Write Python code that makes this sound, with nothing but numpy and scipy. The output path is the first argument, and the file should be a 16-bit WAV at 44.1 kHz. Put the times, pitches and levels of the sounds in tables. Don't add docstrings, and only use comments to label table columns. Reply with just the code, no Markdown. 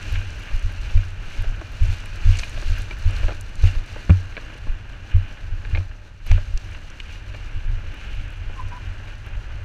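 import sys
import numpy as np
from scipy import signal
from scipy.fft import rfft, irfft, next_fast_len
from scipy.io import wavfile
from scipy.ndimage import uniform_filter1d, map_coordinates

SR = 44100
rng = np.random.default_rng(int(sys.argv[2]) if len(sys.argv) > 2 else 0)


def dump(signal):
    limited = np.clip(np.atleast_2d(signal).T, -1, 1)
    pcm = np.round(limited * 32767).astype(np.int16)
    wavfile.write(sys.argv[1], SR, pcm)


def gain_from_db(level_db):
    decades = np.asarray(level_db, float) / 20
    return 10 ** decades


N = 425124


def unit(x):
    return x / np.sqrt(np.mean(x ** 2) + 1e-20)


def curves(rows):
    s, *columns = np.transpose(rows)
    return [np.interp(np.arange(N) / SR, s, column) for column in columns]


def wobble(rate):
    knots = rng.standard_normal(int(N * rate / SR) + 4)
    return map_coordinates(knots, [np.arange(N) * rate / SR])


def filtered(x, response):
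    m = next_fast_len(N + SR // 2)
    return irfft(rfft(x, m) * response(np.fft.rfftfreq(m, 1 / SR)), m)[..., :N]


def colour(points):
    f, db = np.transpose(points)
    return lambda hz: gain_from_db(np.interp(np.log(hz + 1), np.log(f), db, left=-120, right=-120))


def mode(centre_hz, width_hz):
    return lambda f: 1j * f * width_hz / (centre_hz ** 2 - f * f + 1j * f * width_hz)


def grains(rate, spread_db, life, smooth):
    chance, size = rng.random((int(rate * N / SR), 2)).T
    kicks = np.bincount((chance * N).astype(int), gain_from_db(-spread_db * np.log(1 - size)), N)
    burst = signal.lfilter([1], [1, -np.exp(-1 / (life * SR))], kicks)
    return unit((unit(burst) + smooth) * rng.standard_normal(N))


def band(noise, t, hz, size):
    slow = uniform_filter1d(noise, size, axis=1)
    slow = unit(uniform_filter1d(slow, size, axis=1))
    return slow * np.sin(2 * np.pi * hz[:, None] * t)


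def strikes(s, db, t60, attack, carrier):
    t = np.arange(SR // 20) / SR
    envelope = gain_from_db(db[:, None] - 60 * t / t60) * (1 - np.exp(-t / attack))
    rows = envelope * carrier(rng.standard_normal((len(s), len(t))), t)
    at = (s * SR).astype(int)[:, None] + np.arange(len(t))
    return np.bincount(at.ravel(), rows.ravel(), N)[:N]


def small(level_db, count, over_db, low_hz, high_hz, spread_db):
    chance, pitch, size = rng.random((count, 3)).T
    passed = np.cumsum(gain_from_db(level_db[:-SR // 10]))
    at = np.searchsorted(passed, chance * passed[-1])
    db = level_db[at] + over_db - spread_db * np.log(1 - .95 * size)
    return at / SR, db, low_hz * (high_hz / low_hz) ** pitch


# [f/Hz, width/Hz, level/dB]
SHELL_MODES = [(313.6, 23, -6.5), (604, 39, -4.5), (853, 23, -6.5), (1626, 470, -3), (2150, 69, -7.5),
               (2408, 200, 2), (2760, 320, -2.5), (4125, 440, -4), (4500, 57, -6), (6010, 840, -5)]


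def housing(x):
    return filtered(x, lambda f: 0.69 + sum(gain_from_db(db) * mode(hz, w)(f) for hz, w, db in SHELL_MODES))


# [middle t/s, length t/s, load level/dB]
PRESSES = [(0.124, 0.37, 6.5), (0.53, 0.29, 4.5), (0.925, 0.29, 5.5), (1.397, 0.28, 4.5), (1.895, 0.29, 5),
           (2.35, .3, 7), (2.71, 0.24, 5), (3.187, 0.26, 5), (3.666, 0.12, 9), (3.96, 0.22, 3),
           (4.56, 0.27, 3), (5.16, 0.33, 3), (5.756, 0.11, 2.5), (6.318, .14, 8), (6.685, 0.9, 3),
           (7.12, 0.18, 4.5), (7.45, 0.32, 4), (8.141, 0.69, 5.5)]
# [from t/s, to t/s, drop in level/dB]
HOPS = [(3.386, 3.59, 2.5), (5.82, 6.266, 6)]


def load():
    edge, lift_s, land_s = 2.05, 0.11, .005
    t = np.arange(0, N, 32) / SR
    press = sum(g * np.exp(-np.abs(2 * (t - s) / length) ** edge) for s, length, g in PRESSES)
    hop = sum(g * np.clip((t - a) / lift_s, 0, 1) * np.clip((b - t) / land_s, 0, 1) for a, b, g in HOPS)
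    return [np.interp(np.arange(N) / SR, t, v) for v in (press, hop)]


# [t/s, crunch level/dB, grit level/dB]
ROLLING = [(0, -48, -54.5), (0.7, -48, -55), (1.15, -49.5, -57), (2.1, -47.5, -53), (2.6, -47.5, -51),
           (3.1, -48, -53.5), (4.1, -48.5, -54.5), (4.8, -51.5, -61.5), (5.6, -50, -58), (6.5, -53, -58.5),
           (7.6, -51.5, -61), (8.4, -51.5, -61.5), (8.65, -47, -57), (9.05, -49.5, -59.5), (9.64, -50, -59)]


def gravel_levels():
    crunch_db, grit_db = curves(ROLLING)
    press, hop = load()
    low_db = crunch_db + .5 * press - hop
    high_db = crunch_db - 1.5 + 1.24 * press - hop
    return low_db, high_db, grit_db + 0.92 * press - hop


def layer(source, spectrum):
    return unit(housing(filtered(source, colour(spectrum))))


# [f/Hz, level/dB per Hz]
RUMBLE_COLOUR = [(60, -13), (110, -5), (200, -9.5), (400, -15.5), (900, -19.5), (1500, -29.5), (3000, -66)]
# [f/Hz, level/dB per Hz]
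CRUNCH_COLOURS = [
    [(500, -11), (1100, -2), (1600, 3), (2000, -3), (2600, -50.5)],
    [(1600, -43.5), (2100, -2.5), (2900, 1.5), (3700, -9), (6000, -60.5)],
]
# [f/Hz, level/dB per Hz]
GRIT_COLOUR = [(2500, -30.5), (3500, 10), (6200, 4.5), (7500, -0.5), (10000, -7), (15500, -15.5)]


def tyres():
    low_db, high_db, grit_db = gravel_levels()
    rough = wobble(15)
    rumble_db = -47.5 + 0.64 * (low_db + 48.5) + 0.94 * rough
    rumble = gain_from_db(rumble_db) * layer(grains(150, 3.7, life=0.0044, smooth=3.3), RUMBLE_COLOUR)
    stones_crushed = grains(300, 3.8, life=0.004, smooth=3.9)
    low, high = (layer(stones_crushed, part) for part in CRUNCH_COLOURS)
    low = gain_from_db(low_db + 0.34 * wobble(22)) * low
    high = gain_from_db(high_db + 0.35 * wobble(23)) * high
    crunch = gain_from_db(1.06 * rough) * (low + high)
    grit_db = grit_db + 0.5 * rough + 1.22 * wobble(25)
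    grit = gain_from_db(grit_db) * layer(grains(400, 2.75, life=0.0016, smooth=2.25), GRIT_COLOUR)
    return rumble + crunch + grit


# [t/s, level/dB]
SHAKE_SWAY = [(0, -32), (1.4, -30.5), (3.1, -26.5), (4, -30), (5.2, -34.5), (5.7, -25.5), (6, -32),
              (6.45, -28.5), (6.9, -36), (7.5, -31.5), (9, -31.5), (9.64, -30)]
# [f/Hz, width/Hz]
SHAKEN_MODES = [(25, 28), (93, 21.5)]


def shaking():
    (press, hop), flutter = load(), wobble(16)
    sway_db = curves(SHAKE_SWAY)[0] + 0.17 * press - hop
    out = 0
    for (hz, width), db in zip(SHAKEN_MODES, (sway_db, sway_db - 7.5)):
        twice = lambda f: mode(hz, width)(f) * mode(hz, 2 * width)(f) * np.exp(-(f / 130) ** 2)
        shaken = gain_from_db(3.0 * flutter + 1.2 * wobble(8.9)) * rng.standard_normal(N)
        out = out + gain_from_db(db) * unit(filtered(shaken, twice))
    return out


def pushes(s, up, width_ms, db, centre_hz, width_hz):
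    sigma = np.clip(width_ms[:, None] / 1000, 2e-4, .01)
    t = np.arange(-2000, 2000) / SR
    bell = np.exp(-t ** 2 / (2 * sigma ** 2)) / (sigma * np.sqrt(2 * np.pi))
    size = np.sign(up) * gain_from_db(db) / (2 * np.pi * width_hz)
    at = ((s[:, None] + t) * SR).round().astype(int)
    force = np.bincount(at.ravel(), (size[:, None] * bell).ravel(), N)[:N]
    return filtered(force, mode(centre_hz, width_hz))


# [t/s, direction up 1 or down -1, sway level/dB, ring level/dB]
BUMPS = [(0.127, 1, -13, -18), (0.175, -1, -14, -22), (0.545, -1, -3.5, -29.5), (0.648, 1, -7, -21.5),
         (0.957, 1, 0.5, -13.5), (1.394, -1, -7, -23), (1.48, 1, -4, -32.5), (1.82, 1, -2, -14.5),
         (1.886, -1, -7.5, -14.5), (2.258, 1, -2.5, -13), (2.292, 1, -4.5, -11), (2.661, 1, -7, -33),
         (2.705, -1, -2, -26.5), (3.061, 1, -4, -13), (3.246, -1, -0.5, -30), (3.639, 1, -5, -5.5),
         (3.774, 1, -6.5, -41), (4.097, -1, -43, -7.5), (4.106, 1, -27, 0), (4.701, -1, -5, -36.5),
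         (5.149, 1, -5.5, -7.5), (5.522, -1, -9.5, -25.5), (5.733, -1, -16.5, -13), (5.786, 1, -23, -16.5),
         (6.312, 1, 1, -10.5), (6.348, 1, -18, -12.5), (6.551, -1, -7.5, -46), (7.56, 1, -12, -34.5),
         (7.66, -1, -11.5, -40), (7.88, 1, -12.5, -38)]
# [f/Hz, width/Hz]
MOUNT_MODES = [(32, 12.6), (92, 9.9)]
# [f/Hz, width/Hz, level above ring/dB]
RATTLE_MODES = [(172, 80, 6), (312, 22, 2)]


def bumps():
    s, up, sway_db, ring_db = np.transpose(BUMPS)
    (sway_hz, sway_width), (ring_hz, ring_width) = MOUNT_MODES
    ms = 3.045 * np.exp(-.02 * (ring_db - sway_db))
    soft_db = 20 * np.log10(np.e) * (2 * np.pi * ring_hz * ms / 1000) ** 2 / 2
    sway = pushes(s, up, 2.03 * ms, sway_db + 9, sway_hz, sway_width)
    ring = pushes(s, up, 0.92 * ms, ring_db + soft_db, ring_hz, ring_width)
    rattle = sum(pushes(s, up, 0.68 * ms, ring_db + db, hz, width) for hz, width, db in RATTLE_MODES)
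    return sway + ring + rattle


# [t/s, level/dB, centre f/Hz]
FLUNG_GRIT = [(0.304, -30, 5540), (1.927, -38, 9000), (2.057, -33.5, 9000), (2.37, -27, 6100),
              (2.388, -17.5, 4950), (2.394, -17, 4350), (2.401, -27, 6500), (2.495, -28, 7960),
              (2.819, -32, 8100), (3.41, -26, 8600), (3.555, -33.5, 7100), (6.265, -32, 11900),
              (6.315, -25.5, 4760), (6.575, -27, 5320), (6.901, -36, 5950), (7.002, -35, 4720),
              (8.149, -43, 9900)]


def grit_ticks():
    _, _, grit_db = gravel_levels()
    random_ticks = small(grit_db, count=70, over_db=9, low_hz=4500, high_hz=12000, spread_db=3.5)
    s, db, hz = np.hstack([np.transpose(FLUNG_GRIT), random_ticks])
    tick = strikes(s, db + 2.5, 0.01, 0.00068, lambda noise, t: band(noise, t, hz, size=6))
    return housing(filtered(tick, lambda f: 1 - np.exp(-(f / 3500) ** 4)))


# [t/s, clack level/dB, clack f/Hz, knock level/dB]
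DECK_STONES = [(1.441, -33, 1530, -36.5), (1.613, -32, 1880, -32.5), (2.3927, -20.5, 2150, -54.5),
               (2.4326, -17, 2445, -56), (2.575, -26, 2880, -36), (2.6234, -27, 1580, -36),
               (2.9091, -21, 2335, -37), (3.097, -32, 1400, -33), (3.197, -30.5, 2110, -41),
               (3.231, -25.5, 2370, -34), (3.239, -29.5, 1420, -34.5), (3.2822, -23, 1640, -30.5),
               (3.2908, -29, 1410, -30), (3.305, -28, 2000, -32.5), (3.3182, -30, 2430, -36),
               (3.637, -28.5, 2760, -31), (3.674, -26, 2310, -50), (3.751, -26.5, 1738, -38),
               (3.96, -32, 1577, -33), (4.095, -19.5, 1310, -20.5), (4.1033, -23.5, 2390, -34),
               (4.367, -22.5, 2290, -40), (4.3758, -23.5, 1645, -32.5), (5.65, -28.5, 1654, -46),
               (5.749, -19, 2115, -51), (5.7566, -21, 2200, -37), (5.7723, -22.5, 2406, -29.5),
               (6.2665, -36, 1660, -54), (6.313, -16, 2240, -32), (6.3763, -29, 1570, -32),
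               (6.573, -30, 2740, -61), (7.001, -23, 2940, -68), (7.3382, -28.5, 1494, -38),
               (7.3455, -28.5, 2280, -37.5)]
# [f/Hz, level/dB per Hz]
KNOCK_COLOUR = [(100, -13), (200, -5.5), (350, 6.5), (900, -0.5), (1800, -11)]


def stones():
    low_db, _, _ = gravel_levels()
    s, db, hz = small(low_db, count=25, over_db=12, low_hz=1400, high_hz=2800, spread_db=2.5)
    s, db, hz, knock_db = np.hstack([np.transpose(DECK_STONES), [s, db, hz, db - 14.5]])

    def ping(noise, t):
        tone = np.sin(2 * np.pi * hz[:, None] * t)
        return 0.49 * tone + 0.5 * band(noise, t, hz, size=14)

    clack = strikes(s, db - .6, 0.029, 0.00082, ping)
    crack = strikes(s, db - 3.0, .018, 0.00043, lambda noise, t: band(noise, t, hz, size=6))
    thud = strikes(s, knock_db + 19.5, 0.041, 0.0032, lambda noise, t: noise)
    knock = filtered(thud, colour(KNOCK_COLOUR))
    dull = filtered(clack + crack, lambda f: np.exp(-(f / 4800) ** 4))
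    return housing(dull + knock)


# [start t/s, length t/s, start f/Hz, level/dB]
SLIPS = [(8.558, .075, 1075, -39), (8.645, .045, 1040, -52), (8.708, .085, 990, -43)]


def squeak():
    rest_hz, settle_s = 980, .06
    t, out = np.arange(N) / SR, 0
    waver = 1 + .02 * wobble(90)
    size = gain_from_db(3 * wobble(60)) * (1 + .35 * wobble(400))
    for s, length, start_hz, db in SLIPS:
        hz = rest_hz + (start_hz - rest_hz) * np.exp(-np.abs(t - s) / settle_s)
        phase = 2 * np.pi * np.cumsum(hz * waver) / SR
        swell = np.sin(np.pi * np.clip((t - s) / length, 0, 1)) ** .6
        out = out + gain_from_db(db + 3) * swell * np.sin(phase)
    return size * out


def scene():
    return (tyres() + shaking() + bumps() + grit_ticks() + stones() + squeak())[None]


def band_limit(x):
    return signal.sosfilt(signal.butter(12, 15610, fs=SR, output="sos"), x)


def record(dry):
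    mix = filtered(dry, lambda hz: hz < 15500)
    return band_limit(mix)


dry = scene()
out = record(dry)
dump(out)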